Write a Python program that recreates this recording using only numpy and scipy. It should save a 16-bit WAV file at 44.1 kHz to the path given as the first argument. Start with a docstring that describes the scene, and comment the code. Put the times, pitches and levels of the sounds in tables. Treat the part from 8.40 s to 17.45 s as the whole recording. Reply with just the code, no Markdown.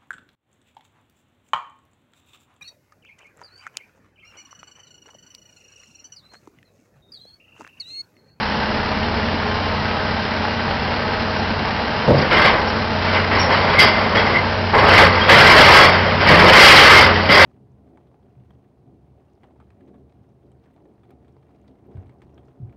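"""Masonry and sheet metal crash down as a diesel excavator tears into a building.
Lumps tumble and shake the ground, grit scrapes the steel bucket, the hollow wall booms and cracks.
Bucket teeth screech and dry pivots squeal faintly by stick-slip. Under the excavator's exhaust a second
engine knocks steadily, other machinery hums and a little wind buffets the microphone.
The falling rubble overloads a small camera's narrow-band input."""
import sys
import numpy as np
from scipy import signal
from scipy.fft import rfft, irfft, next_fast_len
from scipy.io import wavfile

SR = 44100
rng = np.random.default_rng(int(sys.argv[2]) if len(sys.argv) > 2 else 0)


def generate_wav(sig):
    """Save sig (samples, or channels by samples) to the path in sys.argv[1] as 16-bit PCM at SR."""
    pcm = np.round(np.clip(np.atleast_2d(sig).T, -1, 1) * 32767).astype(np.int16)
    wavfile.write(sys.argv[1], SR, pcm)


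N = 399105
T = np.arange(N) / SR
PADDED = next_fast_len(N + SR // 10)
HZ = np.fft.rfftfreq(PADDED, 1 / SR)

# bucket and sheet metal resonances: f/Hz, width/Hz, lift/dB
STEEL_MODES = [(553, 110, 5), (1160, 48, 0.5), (1580, 35, 3), (1918, 59, 1.5), (2057, 82, 5.5),
               (2272, 54, 3), (2980, 76, 3), (3190, 41, 2.5), (4540, 200, 4.5)]


def rubble(lump_wash=1.396, rumble_db=-15.5, slab_db=-10.5, singing_db=-11, clump_db=0.96):
    """Lumps tumble and shake the ground; grit and slabs scrape along the bucket."""
    # loads torn loose: t/s, rise/s, pour/s, lumps/dB, grit/dB
    falls = [(3.77, 0.014, .06, -22, -25), (3.905, 0.013, 0.18, -17, -16.5),
             (4.11, 0.017, 0.033, -18.5, -41), (4.27, 0.013, 0.037, -27, -32),
             (4.6, 0.044, .19, -24.5, -21.5), (4.915, 0.013, 0.1, -19, -21),
             (5.078, 0.02, 0.087, -21, -18.5), (5.2, .025, 0.14, -18.5, -22),
             (5.383, 0.011, 0.029, -14, -8), (5.555, 0.012, 0.043, -18, -24.5),
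             (5.743, 0.0099, 0.026, -16, -16), (5.85, .015, 0.021, -20, -19.5),
             (5.945, 0.013, .05, -23.5, -31), (6.331, .006, 0.11, -12.5, -28.5),
             (6.37, .012, 0.16, -20.5, -19), (6.46, 0.056, 0.16, -12, -9), (6.68, 0.03, 0.22, -22.5, -21.5),
             (6.88, .015, 0.56, -10, -7), (7.51, 0.0099, 0.032, -26.5, -15), (7.6, 0.013, 0.23, -24, -25.5),
             (7.798, 0.02, 0.12, -17, -14.5), (7.86, 0.026, 0.34, -12, -11.5), (8.12, 0.017, 0.48, -11, -4),
             (8.219, 0.016, 0.045, -10.5, 2), (8.885, 0.024, 0.15, -12, -7)]
    # spectra of heavy lumps, fine grit, shaken ground: f/Hz, level/dB
    lump_spectrum = [(40, -15.5), (130, -0.5), (270, -7.5), (400, -1), (550, -1), (750, -1), (1050, 1.5),
                     (1400, -6), (2000, -7), (3200, -26.5), (5500, -38)]
    grit_spectrum = [(200, -26.5), (700, -8.5), (1250, 3), (1700, 3), (2200, 3), (2500, -2), (3000, -2),
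                     (3700, -7), (4300, -8), (4900, -6.5), (5500, -6)]
    ground_spectrum = [(10, -15.5), (30, -14.5), (60, 2.5), (150, -1), (300, -18), (1000, -59)]
    lumps = fragments(218.6, 2194.5, per_s=260, t60_s=0.062, spread_db=12.5)
    lumps = unit(colour(lumps, lump_spectrum, STEEL_MODES))
    lumps = unit(lumps + lump_wash * shaped_noise(lump_spectrum, STEEL_MODES))
    grit = fragments(593.7, 5800, per_s=420, t60_s=0.047, spread_db=11.5)
    grit = unit(colour(grit, grit_spectrum, STEEL_MODES))
    grit = unit(grit + shaped_noise(grit_spectrum, STEEL_MODES))
    slabs = amp(slab_db) * fragments(809, 3400, per_s=45, t60_s=0.2, spread_db=4.5, size=5120)
    singing = amp(singing_db) * bucket_singing()
    rumble = amp(rumble_db) * shaped_noise(ground_spectrum)
    *_, lump_db, grit_db = np.transpose(falls)
    tumbling = pouring(falls, lump_db, t60_s=0.96) * amp(clump_db * drift(14))
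    scraping = pouring(falls, grit_db, t60_s=0.42) * amp(clump_db * drift(16))
    return (lumps + rumble) * tumbling + unit(grit + slabs + singing) * scraping


def fragments(low_hz, high_hz, per_s, t60_s, spread_db, max_count=6000, size=2048):
    """Bricks and scraps collide, each ringing briefly at three pitches of its own."""
    out = np.zeros(N + size)
    age = np.arange(size, dtype=np.float32) / SR
    ring = np.exp(-np.log(1000) * age / t60_s)
    for when, weight, *pitches in rng.random((max_count, 5))[:int(per_s * N / SR)]:
        hz = np.float32(low_hz + (high_hz - low_hz) * np.array(pitches)[:, None])
        modes = np.sin(2 * np.pi * hz * age).sum(0)
        out[int(when * N):][:size] += amp(spread_db * weight) * ring * modes
    return unit(out[:N])


def pouring(falls, levels_db, t60_s, settle_db=-15, settle_t60_s=2.5):
    """Envelope: each load gives way, pours, dies down and trickles on; overlaps add in power."""
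    power = np.zeros(N)
    for (start_s, rise_s, pour_s, *_), db in zip(falls, levels_db):
        on = span(start_s, pour_s + settle_t60_s)
        age = T[on] - start_s
        decay = np.log(1000) * np.maximum(age - pour_s, 0)
        release = np.maximum(np.exp(-decay / t60_s), amp(settle_db) * np.exp(-decay / settle_t60_s))
        power[on] += (amp(db) * (1 - np.exp(-age / rise_s)) * release) ** 2
    return np.sqrt(power)


def bucket_singing():
    """Scraping excites the bucket's modes."""
    # scrape spectrum: f/Hz, level/dB
    spectrum = [(400, -34), (900, -1), (3300, -5), (5500, -8.5)]
    # singing modes: f/Hz, width/Hz, lift/dB
    modes = [(1160, 150, 14), (1574, 50, 19), (2096, 260, 19), (3160, 300, 14), (4540, 120, 17)]
    return shaped_noise(spectrum, modes)


def wall():
    """The hollow wall booms under the bucket and its masonry cracks."""
    # bucket blows, masonry cracks: t/s, level/dB, t60/s
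    blows = [(3.677, -4, 0.52), (7.89, -13.5, 0.71), (8.88, -13.5, 0.34)]
    cracks = [(3.909, -9, 0.17), (4.008, -17, 0.1), (4.048, -11, 0.27), (4.755, -12.5, 0.13),
              (4.91, -14, 0.2), (5.565, -22, 0.2), (6.337, -14, 0.1), (6.575, -1.5, 0.26),
              (6.888, -5, 0.35), (7.165, -12, 0.2), (8.905, -25, 0.18)]
    # wall modes: f/Hz, width/Hz, lift/dB
    modes = [(90, 15, 5.4), (145, 14, 7.7), (177, 8.2, 12), (314, 27.5, 6), (524, 61, 3.6)]
    # boom and crack spectra: f/Hz, level/dB
    boom_spectrum = [(40, -27.5), (90, -6.5), (170, -6), (260, -12), (400, -11.5), (520, -6.5),
                     (700, -13.5), (1000, -22.5), (2500, -55)]
    crack_spectrum = [(150, -8.0), (550, -0.5), (1300, -0.5), (2200, -0.5), (3600, -12.0), (5500, -21.5)]
    boom = shaped_noise(boom_spectrum, modes) * struck(blows, rise_s=0.0056)
    cracking = shaped_noise(crack_spectrum, STEEL_MODES) * struck(cracks, rise_s=0.0054)
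    return boom + cracking


def sheet_metal():
    """Loose sheet clangs when struck; its modes waver as it flexes."""
    # strikes: t/s, level/dB, t60/s (silent if negative)
    strikes = [(5.12, -40, 5), (5.388, -9, 0.4), (5.755, -27, 0.1), (7.19, -17.5, 0.7), (7.3, -16, 0.8),
               (8.2, -7.5, .5), (8.5, -17.5, -0.7), (8.91, -11.5, 0.5)]
    # sheet modes: f/Hz, waver/Hz, level/dB
    modes = [(2054, 17, -2), (2166, 30, -10), (3360, 57, -8), (4700, 19, -6.5), (4900, 59, -13.5),
             (4930, 43, -8.5), (5270, 66, -10)]
    ring = np.zeros(N)
    for hz, waver_hz, db in modes:
        turns = np.cumsum(hz + waver_hz * drift(60)) / SR
        ring += amp(db) * np.sin(2 * np.pi * turns)
    return unit(ring) * struck(strikes, rise_s=0.0066)


def bucket_teeth(count=40):
    """Teeth stick and slip on steel; the randomly pushed resonance is a harsh cluster of pitches."""
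    # screeches: t/s, length/s, f/Hz, width/Hz, level/dB
    screeches = [(2.96, 0.055, 5560, 330, -34), (3.773, 0.029, 5000, 1103, -28.5),
                 (3.815, 0.013, 5100, 1100, -24.5), (4.268, 0.047, 5400, 600, -29),
                 (4.988, 0.043, 5580, 349.5, -15), (4.989, 0.11, 5450, 450, -25),
                 (5.354, 0.081, 2130, 120, -14.5), (5.469, 0.11, 2075, 70, -22),
                 (5.762, 0.037, 3310, 130, -21), (5.848, 0.041, 2076, 160, -19),
                 (5.935, 0.075, 2068, 220, -17), (6.797, .045, 3230, 110, -24.5),
                 (8.498, 0.15, 2080, 260, -10.5)]
    out = np.zeros(N)
    for start_s, length_s, hz, width_hz, db in screeches:
        on = span(start_s, length_s)
        pitches_hz = hz + width_hz / 4 * rng.standard_normal((count, 1))
        turns = pitches_hz * T[on] + rng.random((count, 1))
        cluster = np.sqrt(2 / count) * np.sin(2 * np.pi * turns).sum(0)
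        out[on] += amp(db) * swell(T[on]) * cluster
    return out


def pivots(roughness=0.095):
    """Dry pivots stick and slip in nearly pure tones as the arm swings."""
    # squeals: t/s, length/s, f/Hz, level/dB
    squeals = [(.95, .45, 1055, -33.5), (1.18, .58, 1281, -35.5), (2.48, .52, 1281, -35.5),
               (1.22, .25, 3075, -44)]
    out = np.zeros(N)
    for start_s, length_s, hz, db in squeals:
        on = span(start_s, length_s)
        out[on] += amp(db) * swell(T[on]) * np.sqrt(2) * np.sin(2 * np.pi * hz * T[on])
    return out * (1 + roughness * drift(15))


def engines(flutter_hz=0.795, second_shaft_hz=35.1):
    """Two running engines: their tones and mechanical noise, with other machinery's hum."""
    # excavator firing rate: t/s, f/Hz
    firing_rate = [(0.0, 88.8), (0.93, 89.5), (2.6, 92.2), (3.65, 92.3), (3.78, 94.7), (3.86, 92.6),
                   (5.01, 91.2), (6.13, 93.6), (6.68, 90.8), (8.01, 90.9), (8.12, 89.5), (9.05, 89.5)]
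    firings = np.cumsum(curve(firing_rate) + flutter_hz * drift(9.02)) / SR
    shaft_turns = second_shaft_hz * T
    tones = excavator_engine(firings) + second_engine(shaft_turns) + machinery_hum()
    return tones + engine_din(firings, shaft_turns)


def excavator_engine(firings):
    """Exhaust, fan and pump track the firing rate; the exhaust swells with load."""
    # load heard in the exhaust: t/s, level/dB
    load = [(0.0, -40), (0.48, -31), (1.91, -29), (2.19, -32), (3.17, -29.5), (3.5, -37.5), (4.96, -25.5),
            (6.07, -29.5), (6.75, -21.5), (7.11, -25.5), (7.59, -22), (8.47, -25.5), (8.85, -24),
            (9.05, -24)]
    # exhaust (re load), fan and pump: multiple of firing rate, level/dB
    exhaust_orders = [(1, -2), (2, -12.5)]
    fan_orders = [(2.38, -37.5), (4.76, -39.5), (7, -45)]
    exhaust = amp(curve(load)) * partials(firings, exhaust_orders, waver_db=1.2)
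    return exhaust + partials(firings, fan_orders, waver_db=0.98)


def engine_din(firings, shaft_turns, level_db=-21.5, knock=0.5, clatter=0.087, waver_db=0.57):
    """Mechanical noise pulses with each excavator firing and each turn of the second engine."""
    # noise spectrum: f/Hz, level/dB
    spectrum = [(18, -30.5), (33, -10), (70, -4), (110, -3), (220, -2), (290, -4.5), (380, -7.5), (520, -5),
                (950, -6), (1250, -6.5), (1900, -7.5), (2500, -12), (3600, -17), (5000, -16)]
    # panel resonances: f/Hz, width/Hz, lift/dB
    panels = [(863, 210, 5.4), (1557, 78, 3.7), (2824, 120, 4.3), (3100, 23, 6.8), (4140, 180, 3.5)]
    turn_phase = (shaft_turns + 0.039 * drift(3.0)) % 1
    stroke = np.exp(-turn_phase / 0.61)
    pulsing = 1 + knock * (stroke - stroke.mean()) + clatter * np.cos(2 * np.pi * firings)
    din = colour(rng.standard_normal(N) * pulsing, spectrum, panels)
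    return unit(echoes(din, strength=0.2)) * amp(level_db + waver_db * drift(29))


def second_engine(shaft_turns):
    """Drone on harmonics of a steady shaft."""
    # engine orders: multiple of shaft rate, level/dB
    orders = [(1, -45.5), (2, -39), (4, -45), (6, -38), (12, -42.5), (18, -39)]
    return partials(shaft_turns, orders, waver_db=2.5)


def machinery_hum():
    """Other machines hum at constant pitch."""
    # hum lines: f/Hz, level/dB
    lines = [(59.8, -50.5), (149.5, -45.5), (229, -40.5), (239.2, -38.5), (478.4, -44), (598, -43.5)]
    return partials(T, lines, waver_db=2.4)


def wind(level_db=-46, gust_db=3.5, buffet_db=4.5):
    """Slow gusts buffet the microphone."""
    # buffeting spectrum: f/Hz, level/dB
    spectrum = [(10, -18.5), (30, -9), (60, 3.5), (150, 1), (300, -13.5), (1000, -62)]
    gusts = amp(level_db + gust_db * drift(0.6))
    buffeting = rng.standard_normal(N) * amp(buffet_db * drift(4.9))
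    return gusts * unit(colour(buffeting, spectrum))


def echoes(x, strength, count=8):
    """Standing walls and heaps reflect the sound within 50 ms."""
    out = x.copy()
    for delay_s, sign in zip(rng.uniform(0.008, 0.05, count), rng.choice([-1, 1], count)):
        lag = int(delay_s * SR)
        out[lag:] += sign * strength / np.sqrt(count) * x[:-lag]
    return out / np.sqrt(1 + strength ** 2)


def partials(turns, orders, waver_db):
    """Sines on multiples of a rotation, each wavering in level on its way through the air."""
    out = np.zeros(N)
    for order, db in orders:
        gain = amp(db + waver_db * drift(2.2))
        out += gain * np.sqrt(2) * np.sin(2 * np.pi * (order * turns + rng.random()))
    return out


def struck(blows, rise_s):
    """Envelope: quick rise and exponential decay after each blow."""
    envelope = np.zeros(N)
    for start_s, db, t60_s in blows:
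        on = span(start_s, 2 * t60_s)
        age = T[on] - start_s
        envelope[on] += amp(db) * (1 - np.exp(-age / rise_s)) * np.exp(-np.log(1000) * age / t60_s)
    return envelope


def colour(x, spectrum, peaks=()):
    """Filter by a smooth spectrum plus resonant peaks."""
    hz, db = np.transpose(spectrum)
    gain_db = np.interp(np.log(HZ + 1), np.log(hz + 1), db)
    for centre_hz, width_hz, lift_db in peaks:
        gain_db += lift_db / (1 + (2 * (HZ - centre_hz) / width_hz) ** 2)
    return irfft(rfft(x, PADDED) * amp(gain_db), PADDED)[:N]


def shaped_noise(spectrum, peaks=()):
    """Coloured noise, rms 1."""
    return unit(colour(rng.standard_normal(N), spectrum, peaks))


def drift(rate_hz, size=16384):
    """Random motion up to about rate_hz, rms 1."""
    hz = np.fft.rfftfreq(size, T[-1] / size)
    rolloff = np.exp(-np.minimum(hz / rate_hz, 20) ** 2)
    slow = irfft(rfft(rng.standard_normal(size)) * rolloff)
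    return np.interp(T, np.linspace(0, T[-1], size), unit(slow))


def swell(t):
    """Half-sine envelope."""
    return np.sin(np.linspace(0, np.pi, len(t)))


def span(start_s, length_s):
    """Sample slice of an interval."""
    return slice(int(start_s * SR) + 1, int((start_s + length_s) * SR))


def curve(rows):
    """Timed table at every sample."""
    return np.interp(T, *np.transpose(rows))


def amp(db):
    """dB to gain."""
    return 10 ** (np.asarray(db) / 20)


def unit(x):
    """Scale to rms 1."""
    return x / np.sqrt(np.mean(x ** 2) + 1e-20)


def scene():
    """The demolition site, mono."""
    background = engines() + wind()
    collapse = echoes(rubble(), strength=0.34) + wall() + sheet_metal()
    return (collapse + bucket_teeth() + pivots() + background)[None]


def record(dry, first_ceiling=0.71, second_ceiling=0.72, band_limit_hz=15780):
    """The camera input filters and clips twice; the flat tops spray treble up to the band limit."""
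    # input stage response: f/Hz, gain/dB
    response = [(10, -10.5), (30, 0.5), (5150, 0.5), (5600, -4.5), (6000, -10), (6300, -24.5), (6800, -42)]
    overloaded = np.clip(colour(dry[0], response), -first_ceiling, first_ceiling)
    clipped = np.clip(colour(overloaded, response), -second_ceiling, second_ceiling)
    lowpass = signal.firwin(511, band_limit_hz, window=("kaiser", 9), fs=SR)
    return signal.oaconvolve(clipped, lowpass, "same")[None]


dry = scene()
out = record(dry)
generate_wav(out)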